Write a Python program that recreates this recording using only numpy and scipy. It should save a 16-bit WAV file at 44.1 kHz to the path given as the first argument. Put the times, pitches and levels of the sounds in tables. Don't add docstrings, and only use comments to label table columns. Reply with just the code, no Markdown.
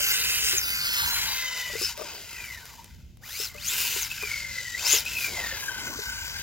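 import sys
import numpy as np
from scipy import signal
from scipy.fft import rfft, irfft, next_fast_len
from scipy.io import wavfile
from scipy.ndimage import uniform_filter1d, map_coordinates

SR = 44100
rng = np.random.default_rng(int(sys.argv[2]) if len(sys.argv) > 2 else 0)


def volts(x):
    e = np.asarray(x, float) / 20
    return 10 ** e


def dump(signal):
    limited = np.clip(np.atleast_2d(signal).T, -1, 1)
    pcm = np.round(limited * 32767).astype(np.int16)
    wavfile.write(sys.argv[1], SR, pcm)


N = 283122

PINION_TEETH, GEAR_TEETH = 19, 47
FREE_HZ = 8700
EASE_HZ = 1200

# time_s, mesh_hz, rattle_db, whine_trim_db, brightness_db
ROLLING = [(0, 4720, -37, 1, 0), (.5, 4720, -34, 1, 0), (.66, 4720, -31, 1, 3), (.85, 4450, -30, 2, 3),
           (1.0, 4220, -29, 3, 3), (1.17, 4050, -29, 1, 1), (1.3, 3900, -29, -2, -1),
           (1.43, 3740, -33, -3, -1), (1.7, 3620, -38, -2, -2), (2.2, 2950, -42.5, -20, -3),
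           (2.33, 2600, -43, -3, 0), (2.45, 2352, -43, 0, 1), (2.57, 1890, -46, 0, 0),
           (2.68, 1280, -48, -4, 0), (2.75, 960, -50, 0, -1), (2.85, 900, -53, -8, -2),
           (3.18, 930, -75, -8, 2), (3.52, 1980, -48, -5, 0), (4.12, 2780, -39, -3, -1),
           (4.31, 2216, -37, 1.5, -1), (4.74, 1915, -39, 1, -5), (5.1, 2690, -35.5, -3, -3),
           (5.22, 2490, -35, 3, -1), (5.45, 1850, -34.5, -3, 0), (5.6, 1660, -36, -5, -1),
           (5.77, 1510, -37, 4, -2), (5.88, 1500, -37.5, -1, -2), (6.42, 1580, -38, -2, -3)]
# press_s, spin_up_s, release_s, top_mesh_hz
BLIPS = [
    (-1, .1, .51, 8640),
    (1.745, .055, 1.842, 5320),
    (3.21, .19, 3.425, 7300),
    (3.545, .127, 3.95, 8530),
    (4.76, .107, 4.935, 7120),
]
# rattle_db, whine_trim_db, rise_bend (power), spin_down_s, teeth_part_s
BLIP_SOUNDS = [
    (-27.5, 2, 2.1, .08, -1),
    (-31.5, -1, 2.1, .073, 1.952),
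    (-32.5, 3, 1.1, .062, 3.53),
    (-30, 0, 2.1, .113, 4.088),
    (-22.5, 0, 2.1, .073, 5.045),
]
# mesh_hz, level_db
WHINE = [(900, -11), (1500, -7), (2200, -2), (3400, -11), (4300, -9), (5200, -5), (6700, 2), (8200, -14)]
# start_s, length_s, level_db
AXLE_ODD = [
    (-.1, .65, -48),
    (.78, .93, -53),
    (3.77, .23, -50),
    (4.2, .45, -64),
]
# start_s, length_s, level_db
AXLE_SECOND = [
    (.64, .18, -40),
    (1.15, .3, -45),
    (1.4, .4, -39),
]
# start_s, length_s, level_db
AXLE_THIRD = [
    (1.47, .24, -50),
]
# centre_hz, width_hz, level_db
CASE_MODES = [(3585, 49, -5), (4036, 240, -2.5), (4766, 220, -7.5), (5200, 215, -2), (6100, 184, -11),
              (6590, 40, -0.5), (7110, 150, -7.5), (7530, 100, -1.5)]
# centre_hz, width_hz, level_db
SHELL_MODES = [(887, 180, -14), (1411, 76, -1.5), (1562, 120, -4.5), (1850, 210, -6), (2088, 88, -1.5),
               (2390, 84, -1.5), (2622, 130, -4.5), (2986, 135, -0.5), (3315, 95, -4)]
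# centre_hz, width_hz, level_db
STRAIN_MODES = [(2600, 300, 0), (3000, 300, -1)]
# freq_hz, density_db (per Hz)
HISS = [(7400, -8), (8000, -14), (8600, 2), (8950, -1), (9250, -13), (9600, 2.5), (10800, 6.5),
        (11500, 3.5), (12500, 9.5), (14000, 6.5), (15500, 9), (17000, 1.5)]
# freq_hz, density_db (per Hz)
GRIT = [(500, -30), (700, -6), (950, 0), (1200, -4), (1500, -18)]
# start_s, length_s, level_db
SCRABBLES = [
    (.95, .4, -44),
    (1.85, .3, -55),
    (2.3, .6, -61),
    (3.7, .35, -56),
    (4.82, .18, -49),
    (5.35, .15, -52),
    (5.55, .5, -51),
    (6.05, .4, -54),
]
# freq_hz, density_db (per Hz)
SCRAPE = [(120, -30), (200, -3), (400, 0), (700, -2), (1100, -12), (1500, -30)]
# start_s, length_s, level_db
SKIDS = [
    (2.02, .2, -53),
    (2.2, .7, -65),
    (3.2, .3, -66),
    (4.75, .55, -60),
    (5.28, .19, -52),
    (5.52, .025, -42),
    (5.56, .2, -58),
    (5.78, .2, -54),
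    (6.0, .5, -62),
]
# freq_hz, density_db (per Hz)
TRAFFIC = [(22, -46), (36, -6), (50, -1), (70, -1), (100, -4.5), (140, -9.5), (240, -17), (300, -26),
           (600, -35), (1400, -52), (2400, -38), (6400, -42), (9200, -60), (13000, -54)]
# start_s, length_s, level_db
PASSES = [
    (-.1, 1, -54),
    (1.0, .35, -49),
    (1.65, .25, -54),
    (2.9, .4, -54),
    (3.5, 2.5, -53),
    (6.04, .5, -53),
]
# time_s, peak_db, shell_tone_hz, t60_s
TRIGGER = [(0.001, -37.5, 587, 0.095), (0.533, -34.5, 382, 0.11), (0.549, -45, 377, 0.12),
           (1.697, -38, 589, 0.1), (1.734, -42, 412, 0.12), (1.753, -31.5, 447, 0.033),
           (1.814, -30.5, 375.5, 0.076), (1.831, -39, 412, 0.055), (1.976, -36, 580, 0.073),
           (1.988, -41, 629, 0.087), (1.994, -33, 590, 0.1), (2.012, -31, 580, 0.12),
           (2.02, -27, 600, 0.051), (3.399, -39, 410, 0.1), (3.547, -43.5, 585.3, 0.2),
           (3.962, -34.5, 392, 0.09), (4.226, -41, 461, 0.12), (4.233, -34.5, 420, 0.097),
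           (4.932, -34, 487, 0.12), (4.937, -31.5, 371, 0.075), (4.949, -37.5, 414, 0.096),
           (5.988, -34, 417, 0.089)]
# freq_hz, level_db, t60_s
GRIP_MODES = [
    (447, -2.5, 0.059),
    (1002, -7.5, 0.02),
    (1177, -5, 0.03),
]
# start_s, length_s, level_db, pitch_hz
STEADY_TONES = [
    (.71, .18, -38, 4820),
    (1.26, .08, -42, 4750),
    (2.34, .23, -48, 1990),
    (2.68, .06, -59, 1980),
    (2.765, .04, -56, 930),
    (3.495, .025, -48, 2100),
    (4.1, .035, -39, 2600),
    (5.054, .028, -36, 2520),
]
# start_s, length_s, level_db, centre_hz
DRAGS = [
    (1.35, .45, -55, 620),
    (3.22, .9, -61, 1100),
    (4.8, .2, -49, 640),
    (5.27, .08, -49, 370),
    (5.34, .12, -45, 680),
    (5.5, .5, -52, 1200),
    (5.78, .2, -48, 250),
]
# time_s, peak_db
PEBBLES = [
    (1.976, -27),
    (2.3305, -30),
    (2.6547, -33),
    (2.8437, -36),
    (3.1716, -46),
    (3.5448, -35),
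    (4.12, -27),
    (4.2255, -25),
    (5.0533, -26),
]
# time_s, peak_db, pitch_hz
BUMPS = [(5.278, -36, 371), (5.331, -32, 382), (5.381, -28, 692), (5.459, -37, 1160), (5.522, -29, 541),
         (5.581, -38, 832), (5.763, -40, 931), (5.784, -34, 840), (5.855, -33, 1040), (5.917, -34, 1070),
         (5.943, -32, 1160), (6.032, -38, 958), (6.083, -39, 880), (6.129, -41, 923), (6.19, -41, 869),
         (6.232, -43, 921), (6.351, -40, 810)]
# time_s, left_lag (samples), left_over_right_db
PLACE = [(0, 4.5, 0), (.4, 4.7, 0), (.61, 5.6, 0), (.66, 7.7, 0), (.9, 8, -.5), (1.04, 9, 0),
         (1.11, 6.8, 0), (1.17, 4, 2), (1.3, 3, 1.5), (1.7, 0, 1.5), (2.1, -2, 2.5), (2.7, 0, 1.5),
         (4.1, 0, 2), (4.5, -1.5, 2.5), (5.1, .5, 2), (5.5, -2, 2), (5.72, -4, 3.5), (5.85, -5.8, 3),
         (6.2, -6, 2), (6.3, -5.5, 3), (6.42, -3.5, 3.5)]
# freq_hz, likeness (0-1)
CAR_LIKENESS = [(300, .4), (700, .85), (2000, .94), (5000, .93), (10000, .76), (15000, .6)]
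# freq_hz, likeness (0-1)
FAR_LIKENESS = [(30, .55), (80, .62), (160, .8), (500, .6), (4000, .5)]
# freq_hz, left_over_right_db
PORTS = [(60, 0.0), (150, 1.0), (380, 3.0), (950, 4.5), (2380, 2), (5980, 6), (15000, -1.5)]


def unit(x):
    return x / np.sqrt(np.mean(x ** 2) + 1e-20)


def along(points, hz):
    f, v = np.transpose(points)
    return np.interp(np.log(hz + 1), np.log(f + 1), v)


def curves(rows):
    s, *columns = np.transpose(rows)
    return [np.interp(np.arange(N) / SR, s, column) for column in columns]


def wobble(rate):
    at = np.arange(0, N + 8, 8)
    knots = rng.standard_normal(int(N * rate / SR) + 4)
    return np.interp(np.arange(N), at, map_coordinates(knots, [at * rate / SR]))


def stretches(rows, edge_s=.04):
    t = np.arange(N) / SR
    gain = 0
    for s, length, db in rows:
        swell = np.tanh((t - s) / edge_s * 2)
        fade = np.tanh((t - s - length) / edge_s * 2)
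        gain = gain + volts(db) * (swell - fade) / 2
    return gain


def filtered(x, response):
    m = next_fast_len(N + 8192)
    return irfft(rfft(x, m) * response(np.fft.rfftfreq(m, 1 / SR)), m)[..., :N]


def modes(table, between_db):
    def response(f):
        total = volts(between_db)
        for k, (centre, width, db) in enumerate(table):
            damping = 1j * f * width
            total = total + (-1) ** k * volts(db) * damping / (centre ** 2 - f * f + damping)
        return total
    return response


def band(low_hz, high_hz):
    return lambda f: 1 / (1 + (low_hz / (f + 1)) ** 6) / (1 + (f / high_hz) ** 8)


def noise(response, gate=1):
    return unit(filtered(gate * rng.standard_normal((2, N)), response))


def tone(cycles, blur):
    size = np.sqrt(2) * volts(3.5 * wobble(70))
    return np.array([size * np.sin(2 * np.pi * cycles + blur * wobble(90)) for _ in range(2)])


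def spread(pair, likeness):
    def shares(hz):
        turn = np.arccos(np.clip(along(likeness, hz), -1, 1)) / 2
        return np.array([np.cos(turn), np.sin(turn)])
    mid, side = filtered(pair, shares)
    return np.array([mid + side, mid - side])


def patchy(x, depth_db):
    z = signal.stft(x, nperseg=512)[2]
    field = uniform_filter1d(rng.standard_normal(z.shape[1:]), size=3, axis=0)
    field = uniform_filter1d(field, size=25, axis=1)
    return signal.istft(z * volts(depth_db * unit(field)), nperseg=512)[1][:, :N]


def drive():
    t = np.arange(N) / SR
    mesh_hz, roll_db, trim_db, bright_db = curves(ROLLING)
    grip_hz, power = mesh_hz, volts(2 * roll_db)
    throttle, slack = np.zeros(N), np.zeros(N)
    for (press, rise, release, top_hz), (db, sings_db, bend, spin_down, part) in zip(BLIPS, BLIP_SOUNDS):
        held = np.exp(-(np.clip(t - release, 0, None) / spin_down) ** 2.4)
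        spin = held * (1 - np.exp(-(np.clip(t - press, 0, None) / rise) ** bend))
        mesh_hz = mesh_hz + spin * (top_hz - grip_hz)
        power = power + volts(2 * db) * spin ** (2 * 1.05)
        throttle = throttle + held ** 2 * np.sqrt(spin) * (1 - grip_hz / top_hz)
        trim_db = trim_db + np.sqrt(spin) * (sings_db - trim_db)
        trim_db = trim_db - 11 * np.exp(-((t - part + .012) / .028) ** 2)
        slack = slack + np.exp(-((t - part) / .013) ** 2)
    rattle_db = 10 * np.log10(power) - 6 * slack
    return mesh_hz, roll_db, rattle_db, trim_db, bright_db, throttle


def tooth_shift(mesh_hz, big, small, load, throttle):
    fast = (mesh_hz / 5000) ** 2 * (.85 + .8 * load) + .2
    chatter = fast * (.04 * small + .03 * wobble(400))
    coasting = .055 * (1 - np.clip(throttle, 0, 1)) * wobble(200)
    return .05 * big + chatter + coasting


def mesh_whine(teeth, shift, throb, whine_db):
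    whine = volts(whine_db + 1.5) * throb * tone(teeth + shift, 1.0)
    return filtered(whine, lambda f: volts(-5) + np.abs(modes(SHELL_MODES + CASE_MODES, -40)(f)))


def torque_orders(teeth, shift, throb, whine_db, load_db, load):
    second = np.maximum(load, .7) * volts(whine_db - 10) * tone(2 * teeth + shift, 1.2)
    half = tone(teeth / 2 + .6 * shift, .8)
    one_and_half = volts(-4) * tone(1.5 * teeth + shift, 1.2)
    return second + volts(load_db) * throb * (half + one_and_half)


def axle_gear(teeth, shift):
    odd = stretches(AXLE_ODD)
    gains = odd, stretches(AXLE_SECOND), volts(6) * odd + stretches(AXLE_THIRD)
    cycles = .2725 * teeth
    return sum(gain * tone(k * cycles + 0.69 * shift, 0.98) for k, gain in enumerate(gains, 1))


def motor_shaft(teeth, mesh_hz, roll_db, throttle):
    fast = np.clip((mesh_hz - 6800) / EASE_HZ + .5, 0, 1)
    return volts(roll_db - 15) * throttle * fast * tone(teeth / PINION_TEETH, 0.18)


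def tooth_rattle(mesh_hz, roll_db, rattle_db, bright_db, throttle, big, small):
    gate = volts(0.87 * big + 0.43 * small + 1.54 * wobble(400) + 0.84 * wobble(30))
    spin_db = np.clip(rattle_db - roll_db, 0, 14)
    shell_db = 1.5 + .4 * bright_db - .3 * spin_db + .8 * wobble(9)
    hiss_db = -3 + bright_db + .8 * np.log2(mesh_hz / 3000) + 1.2 * wobble(11)
    rattle_db = rattle_db + .8 * wobble(12)
    case = noise(lambda f: modes(CASE_MODES, -12)(f) * band(3200, 8000)(f), gate)
    shell_gate = gate * volts(0.54 * wobble(70))
    shell = noise(lambda f: modes(SHELL_MODES, -18)(f) * band(1120, 3500)(f), shell_gate)
    hiss = noise(lambda f: volts(along(HISS, f)), gate)
    strain = noise(lambda f: modes(STRAIN_MODES, -30)(f) * band(2000, 3600)(f), gate)
    strain = volts(-1) * np.sqrt(throttle) * mesh_hz / FREE_HZ * strain
    body = patchy(case + volts(shell_db - 3.0) * shell + strain, depth_db=1.9)
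    return volts(rattle_db - 2.5) * (body + volts(hiss_db + 2.5) * hiss)


def tyre_roll(roll_db):
    plate = modes([(950, 110, 0)], -15)
    grit = noise(lambda f: volts(along(GRIT, f)) * plate(f), volts(3.2 * wobble(50)))
    return (volts(roll_db - 25) + stretches(SCRABBLES)) * grit


def tyre_skid(roll_db):
    scrape = noise(lambda f: volts(along(SCRAPE, f)), volts(2.6 * wobble(120)))
    return (volts(roll_db - 27) + stretches(SKIDS)) * scrape


def traffic():
    level = np.hypot(volts(-56), stretches(PASSES)) * volts(3.0 + 1.2 * wobble(4))
    return level * spread(noise(lambda f: volts(along(TRAFFIC, f))), FAR_LIKENESS)


def trigger():
    out, t = np.zeros((2, N + SR)), np.arange(SR // 4) / SR
    for s, db, hz, t60 in TRIGGER:
        ring = volts(-60 * t / t60) * np.sin(2 * np.pi * hz * t)
        for mode_hz, level_db, mode_t60 in GRIP_MODES:
            varied_db = level_db + rng.normal(0, 4.2)
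            ring += volts(varied_db - 60 * t / mode_t60) * np.sin(2 * np.pi * mode_hz * t)
        ring *= 1 - np.exp(-t / 0.0015)
        tick = volts(-11 - 60 * t / 0.0062) * rng.standard_normal(len(t))
        knock = ring * volts([[0], [-18]]) + tick * volts([[0], [-3]])
        out[:, round(s * SR):][:, :len(t)] += volts(db + 5.5) * knock
    return out[:, :N]


def steady_tones():
    s, length, db, hz = np.transpose(STEADY_TONES)
    now = np.clip(np.searchsorted(s - .03, np.arange(N) / SR) - 1, 0, None)
    return stretches(zip(s, length, db), edge_s=.012) * tone(np.cumsum(hz[now]) / SR, 1.1)


def chassis_drags():
    rub = volts(2.5 * wobble(60)) * rng.standard_normal(N)
    out = np.zeros(N)
    for s, length, db, hz in DRAGS:
        sos = signal.butter(2, [.7 * hz, 1.4 * hz], "band", fs=SR, output="sos")
        out += stretches([(s, length, db)], edge_s=.025) * unit(signal.sosfilt(sos, rub))
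    return out


def pebbles():
    t = np.arange(N) / SR
    flicks = sum(volts(db - 1 - 60 * np.abs(t - s) / .012) * (t > s) for s, db in PEBBLES)
    return flicks * rng.standard_normal((2, N))


def chassis_bumps():
    out, t = np.zeros(N + SR), np.arange(SR // 10) / SR
    shape = volts(-2 - 60 * t / .05) * (1 - np.exp(-t / .002))
    for s, db, hz in BUMPS:
        out[round(s * SR):][:len(t)] += volts(db) * shape * np.sin(2 * np.pi * hz * t)
    return out[:N]


def car(mesh_hz, roll_db, rattle_db, trim_db, bright_db, throttle):
    whine_db = rattle_db + along(WHINE, mesh_hz) + trim_db + 2.2 * wobble(13)
    teeth = np.cumsum(mesh_hz) / SR
    big = np.cos(2 * np.pi * teeth / GEAR_TEETH)
    small = np.cos(2 * np.pi * teeth / PINION_TEETH)
    throb = unit(1 + .6 * big + .45 * small + .15 * np.cos(np.pi * teeth / GEAR_TEETH))
    easing = np.clip(1 - (FREE_HZ - mesh_hz) / EASE_HZ, 0, 1)
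    load_db = rattle_db - 5 - 12 * easing + 20 * np.log10(throttle + 1e-3)
    load = np.clip((load_db + 70) / 25, 0, 1)
    shift = tooth_shift(mesh_hz, big, small, load, throttle)
    gears = mesh_whine(teeth, shift, throb, whine_db)
    gears = gears + torque_orders(teeth, shift, throb, whine_db, load_db, load)
    gears = gears + axle_gear(teeth, shift) + motor_shaft(teeth, mesh_hz, roll_db, throttle)
    rattle = tooth_rattle(mesh_hz, roll_db, rattle_db, bright_db, throttle, big, small)
    return gears + rattle + throb * steady_tones()


def ground(roll_db):
    chassis = (chassis_drags() + chassis_bumps()) * np.array([[1], [0]])
    return tyre_roll(roll_db) + tyre_skid(roll_db) + chassis + pebbles()


def placed(pair):
    lag, pan_db = curves(PLACE)
    lag = lag + .7 * np.clip(np.abs(lag) / 5, 0, 1) * wobble(14)
    left, right = spread(pair, CAR_LIKENESS)
    at = np.arange(N)
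    left = map_coordinates(left, [at - lag / 2]) * volts(pan_db / 2)
    right = map_coordinates(right, [at + lag / 2]) * volts(-pan_db / 2)
    return np.array([left, right])


def port_colour(f):
    return volts(1.06 * (f > 1200) * (along(PORTS, f) - 3) * np.array([[.5], [-.5]]))


def scene():
    motion = drive()
    roll_db = motion[1]
    moving = placed(car(*motion) + ground(roll_db))
    return filtered(moving, port_colour) + trigger() + traffic()


def top_cut(x):
    return signal.sosfilt(signal.butter(12, 17110, fs=SR, output="sos"), x)


def record(dry):
    return top_cut(filtered(dry, lambda hz: hz < 15900))


dry = scene()
out = record(dry)
dump(out)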